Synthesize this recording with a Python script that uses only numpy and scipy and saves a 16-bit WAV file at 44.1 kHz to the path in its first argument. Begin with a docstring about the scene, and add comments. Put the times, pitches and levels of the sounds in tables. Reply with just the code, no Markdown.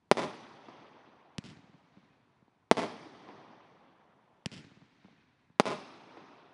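"""Open surroundings at night: a firework cake fires, three sharp bursts in the sky alternating with two lifts.
A burst is an N-shaped shock; a lift is a muzzle crack plus the dull thump of the tube's air column.
Each shot also returns via the ground (a burst) or the cake (a lift), as slaps from buildings, and as a
long wash of scattered sound that loses its treble to the air. An added reverb effect gives every shot the same
fluttering echoes. Filtered noise makes the quiet night; an inverting microphone thins the bass and cuts the top."""
import sys
import numpy as np
from scipy import signal
from scipy.fft import rfft, irfft
from scipy.io import wavfile
from scipy.ndimage import uniform_filter1d

SR = 44100
rng = np.random.default_rng(int(sys.argv[2]) if len(sys.argv) > 2 else 0)


def wrap_up_sound(samples):
    """Save the sound to the file named by the first command line argument, as 16-bit audio."""
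    columns = np.atleast_2d(samples).T
    # keep every value between -1 and 1, then stretch to whole-number steps
    tamed = np.clip(columns, -1, 1)
    steps = np.round(tamed * 32767).astype(np.int16)
    wavfile.write(sys.argv[1], SR, steps)


N = 287973

# Levels are ahead of the microphone.
# Night noise spectrum. Each row: frequency in Hz, relative density in dB per Hz.
NIGHT_SPECTRUM = [(24, 6), (45, 4.5), (198, -3), (569, -16), (1020, -10), (1130, -18), (10000, -35.5),
                  (11000, -32), (14300, -80), (22000, -120)]
# Zones of scatterers, each swelling in and dying away: ground near the listener, the whole landscape,
# nearby houses, far buildings. Each row: arrival in s, rise in s, t60 in s, level in dB after bursts,
# level in dB after lifts.
SCATTER_ZONES = [(0, 0.0011, 0.05, -3, -11), (0, 0.0043, 5.4, -29.5, -30.5), (.054, .011, .85, -18, -20),
                 (0.501, 0.16, 2.1, -33, -29)]
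# Colour of all scattered sound. Each row: band centre in Hz, gain in dB after bursts, gain in dB after lifts,
# loss in dB per s of delay.
SCATTER_COLOUR = [(49.3, -9.5, -6.5, 3.5), (113, 1.5, 0.5, -0.5), (200, 1, -11, 3), (278, 2.5, 10.5, 5),
                  (520, -7, -6.5, -0.5), (1000, -1.5, -10, -1), (1580, 2, 9.5, 0.5), (2180, -1, 14, 3),
                  (2800, 2, 1, 3), (4100, 2.5, 3, 7), (5090, 5, 2.5, 13), (5970, 2, 2, 9.5),
                  (6950, -1, 5.5, 23.5), (9500, -0.5, -4, 27)]
# Slaps from buildings, after bursts and after lifts. Each row: delay in s, gain in dB before filtering,
# corner in Hz of each of two low-passes, t60 in s of the rough wake behind the front.
BURST_BUILDING_SLAPS = [(.038, -32, 4000, .01), (.046, -35, 1500, .01), (.49, -43, 1500, .02),
                        (.5708, -33.5, 3000, .1), (.73, -41, 1200, .02), (2.366, -46, 900, .02)]
LIFT_BUILDING_SLAPS = [(.1845, -16, 900, .002), (.205, -25, 900, .002), (.255, -22, 900, .002),
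                       (.3103, -21, 900, .002), (.358, -17, 900, .002), (.3644, -22, 900, .002),
                       (.388, -32, 900, .002), (.586, -18, 1200, .012), (.5965, -24, 1800, .012),
                       (.648, -28, 1500, .004), (.667, -28, 1500, .004), (.72, -31, 2000, .004),
                       (1.04, -27, 900, .002), (1.1, -30, 900, .002)]
# Echoes of the added reverb effect, alike for every shot, in two families, one per flutter gap.
# Each row of a family: delay in ms, signed gain before the flutter.
REVERB_ECHOES = [
    [(57.1, .18), (78.89, .18), (104.78, -.08), (117.82, .13), (130.88, .065), (143.9, .03), (156.96, .025)],
    [(68.8, -.165), (86.12, .085), (105.35, -.125), (124.58, -.06), (182.27, -.025)],
]
# Lifts. Each row: start in s, muzzle crack gain in dB, crack bounce gain in dB (both on the filtered crack),
# tube thump peak in dB.
LIFT_SHOTS = [(1.38298, -11, -21, -24), (4.45976, -8, -11, -23)]
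# Bursts. Each row: start in s, peak in dB, shock length in ms, suction as a share of the peak,
# ground bounce delay in ms, bounce gain in dB before dulling, extra delay of far slaps in ms.
BURST_SHOTS = [(.11443, 0, .77, .6, 4.94, -6, 0), (2.71334, 0, .79, .62, 4.42, -5, 4.6),
               (5.59872, -.4, .72, .5, 4.79, -6, 1.4)]

NIGHT_RMS_DB, NIGHT_WAVER_STEP = -70, 2000  # RMS before the waver; step in samples
WASH_GRAIN_DB = 1.2  # mean of the random lift in scatterer size
WASH_PATCHY_DB, WASH_PATCH_S = 1.7, .012
SLAP_BASS_HZ, FAR_SLAP_S = 120, .1  # slaps later than this count as far
WAKE_DB = -23  # spread per sample, against the front
FLUTTER_GAPS_MS, FLUTTER_GAIN = (4.875, 6.576), .7
REVERB_TOP_HZ = 8500
TUBE_HZ, TUBE_T60_S, TUBE_PUSH_MS, TUBE_LAG_MS = 188, .017, 2.3, .85
MUZZLE_HZ, MUZZLE_T60_S, MUZZLE_DB = 2642, .0014, -7  # dB against the unfiltered crack
SECOND_CRACK_MS = .38
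MIC_LOW_HZ, MIC_DAMPING, MIC_TOP_HZ = 145, .6, 10000
MIC_DIP_HZ, MIC_DIP_Q, MIC_DIP_SHARE = 7630, 2.2, .35
TOP_HZ = 10300


def undb(db):
    """Decibels to gain."""
    return 10 ** (np.asarray(db) / 20)


def place(pulse, start_s):
    """A silent track of N samples with the pulse starting at start_s."""
    return np.pad(pulse, (int(round(start_s * SR)), N))[:N]


def dull(x, hz):
    """Gentle first-order low-pass."""
    return signal.lfilter(*signal.butter(1, min(hz, .45 * SR), fs=SR), x)


def ring(hz, t60_s):
    """One decaying mode, 0.1 s long."""
    t = np.arange(SR // 10) / SR
    return np.sin(2 * np.pi * hz * t) * np.exp(-np.log(1000) * t / t60_s)


def shape_spectrum(x, hz, gain):
    """Weight the spectrum, interpolating over log frequency."""
    f = np.maximum(np.fft.rfftfreq(len(x), 1 / SR), 1)
    return rfft(x) * gain(np.log(f), np.log(hz))


def band(x, hz, k):
    """Band k of a bank of overlapping slopes around the centres hz; the bands add up to x."""
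    is_band = np.arange(len(hz)) == k
    return irfft(shape_spectrum(x, hz, lambda f, centres: np.interp(f, centres, is_band)), len(x))


def night():
    """Quiet background: shaped noise whose level wavers slowly."""
    hz, db = np.transpose(NIGHT_SPECTRUM)
    white = rng.standard_normal(N)
    x = irfft(shape_spectrum(white, hz, lambda f, points: undb(np.interp(f, points, db))), N)
    steps = np.repeat(rng.standard_normal(N // NIGHT_WAVER_STEP + 1), NIGHT_WAVER_STEP)
    waver = uniform_filter1d(steps, size=NIGHT_WAVER_STEP)[:N]
    return undb(NIGHT_RMS_DB + .68 * waver) * x / x.std()


def patches(size):
    """Slow chance with spread near 1: scatterers stand in clumps."""
    step = int(WASH_PATCH_S * SR)
    steps = np.repeat(rng.standard_normal(size // step + 1), step)
    return 1.2 * uniform_filter1d(steps, step)[:size]


def scattered_wash(t, column):
    """Response of many small scatterers: noise under the zones' decays, coloured band by band."""
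    power = 0
    for arrival_s, rise_s, t60_s, *db in SCATTER_ZONES:
        decay = undb(db[column] - 60 * np.maximum(t - arrival_s, 0) / t60_s)
        power = power + np.clip((t - arrival_s) / rise_s, 0, 1) * decay ** 2
    # scatterers of uneven size
    dust = rng.standard_normal(len(t)) * undb(WASH_GRAIN_DB * rng.exponential(size=len(t)))
    dust *= np.sqrt(power / (SR / 50)) / dust.std()  # zone levels refer to 20 ms of sound
    centres_hz = np.array(SCATTER_COLOUR)[:, 0]
    wash = 0
    for k, row in enumerate(SCATTER_COLOUR):
        level_db = row[1 + column] - row[-1] * t + WASH_PATCHY_DB * patches(len(t))
        wash = wash + undb(level_db) * band(dust, centres_hz, k)
    return wash


def building_slap(t, delay_s, slap_db, top_hz, t60_s):
    """One wall's reflection: a front and a rough decaying wake, both band-limited."""
    wake_t = t[:SR // 5]
    wake = rng.standard_normal(len(wake_t)) * undb(WAKE_DB - 60 * wake_t / t60_s)
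    raw = place(undb(slap_db) * np.append(1, wake), delay_s)[:len(t)]
    slap = dull(dull(raw, top_hz), top_hz)
    return slap - dull(slap, SLAP_BASS_HZ)  # walls of finite size return little bass


def surroundings(slaps, column, late_ms=0):
    """Response of the far surroundings: scattered wash plus single slaps; column 0 for bursts, 1 for lifts."""
    t = np.arange(3 * SR) / SR
    response = scattered_wash(t, column)
    for delay_s, slap_db, top_hz, t60_s in slaps:
        extra_s = (delay_s > FAR_SLAP_S) * late_ms / 1000
        response += building_slap(t, delay_s + extra_s, slap_db, top_hz, t60_s)
    return response[:len(t) - SR // 4]


def reverb_effect(x):
    """Added reverb: all-passes turn each echo into a flutter, an inverted front then fading repeats one gap apart."""
    out = 0
    for gap_ms, echoes in zip(FLUTTER_GAPS_MS, REVERB_ECHOES):
        taps = np.zeros(int(round(gap_ms * SR / 1000)) + 1)
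        taps[0], taps[-1] = -FLUTTER_GAIN, 1
        response = sum(gain * place(np.ones(1), ms / 1000)[:SR // 5] for ms, gain in echoes)
        flutter = signal.lfilter(taps, taps[::-1], np.pad(response, (0, SR // 5)))
        out = out + signal.fftconvolve(x, flutter)[:N]
    return dull(out, REVERB_TOP_HZ)


def lift(crack_db, second_db, thump_db, crack_ms=.065):
    """A crack and short ring at the muzzle, one thump of the tube's air column; and the crack's bounce off the cake."""
    ms = np.arange(SR // 10) / SR * 1000
    crack = np.exp(-ms / crack_ms) - undb(MUZZLE_DB) * ring(MUZZLE_HZ, MUZZLE_T60_S)
    crack = dull(crack, hz=6360) - dull(crack, hz=520)  # a small opening, heard along the ground
    second = place(crack, SECOND_CRACK_MS / 1000)[:len(ms)]
    push = np.sin(np.pi * np.clip((ms - TUBE_LAG_MS) / TUBE_PUSH_MS, 0, 1)) ** 2
    thump = signal.fftconvolve(push, ring(TUBE_HZ, TUBE_T60_S))[:len(ms)]
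    thump /= np.abs(thump).max()
    return undb(crack_db) * crack - undb(thump_db) * thump, undb(second_db) * second


def burst(db, length_ms, suction, bounce_ms, bounce_db, release_ms=.42, ground_hz=2300):
    """N-shaped shock: a jump, a ramp into suction, a soft release; and its duller bounce off the ground."""
    ms = np.arange(SR // 50) / SR * 1000
    ramp = 1 - (1 + suction) * ms / length_ms
    release = -suction * np.exp(-(ms - length_ms) / release_ms)
    shock = undb(db) * np.where(ms < length_ms, ramp, release)
    bounce = place(dull(shock, ground_hz), bounce_ms / 1000)[:len(ms)]
    return shock, undb(bounce_db) * bounce


def scene():
    """Bursts go off in different places and meet new scatterers; the tubes stay put."""
    direct, far = np.zeros(N), np.zeros(N)
    ground_view = surroundings(LIFT_BUILDING_SLAPS, column=1)
    shots = []
    for start_s, *row, late_ms in BURST_SHOTS:
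        sky_view = surroundings(BURST_BUILDING_SLAPS, column=0, late_ms=late_ms)
        shots.append((start_s, burst(*row), sky_view))
    for start_s, *row in LIFT_SHOTS:
        shots.append((start_s, lift(*row), ground_view))
    for start_s, (pulse, bounce), view in shots:
        direct += place(pulse + bounce, start_s)
        far += place(signal.fftconvolve(pulse, view), start_s)  # the close bounce reaches only the listener
    return (direct + reverb_effect(direct) + far + night())[None]


def record(dry):
    """An inverting microphone with little bass and a dip in the treble; the top is cut steeply."""
    w = 2 * np.pi * MIC_LOW_HZ
    high_pass = signal.bilinear([1, 0, 0], [1, 2 * MIC_DAMPING * w, w * w], SR)
    thin = signal.lfilter(*high_pass, -dry)
    dip = signal.lfilter(*signal.iirpeak(MIC_DIP_HZ, MIC_DIP_Q, fs=SR), thin)
    soft = dull(thin - MIC_DIP_SHARE * dip, MIC_TOP_HZ)
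    return signal.sosfilt(signal.ellip(10, .2, 60, TOP_HZ, fs=SR, output="sos"), soft)


dry = scene()
out = record(dry)
wrap_up_sound(out)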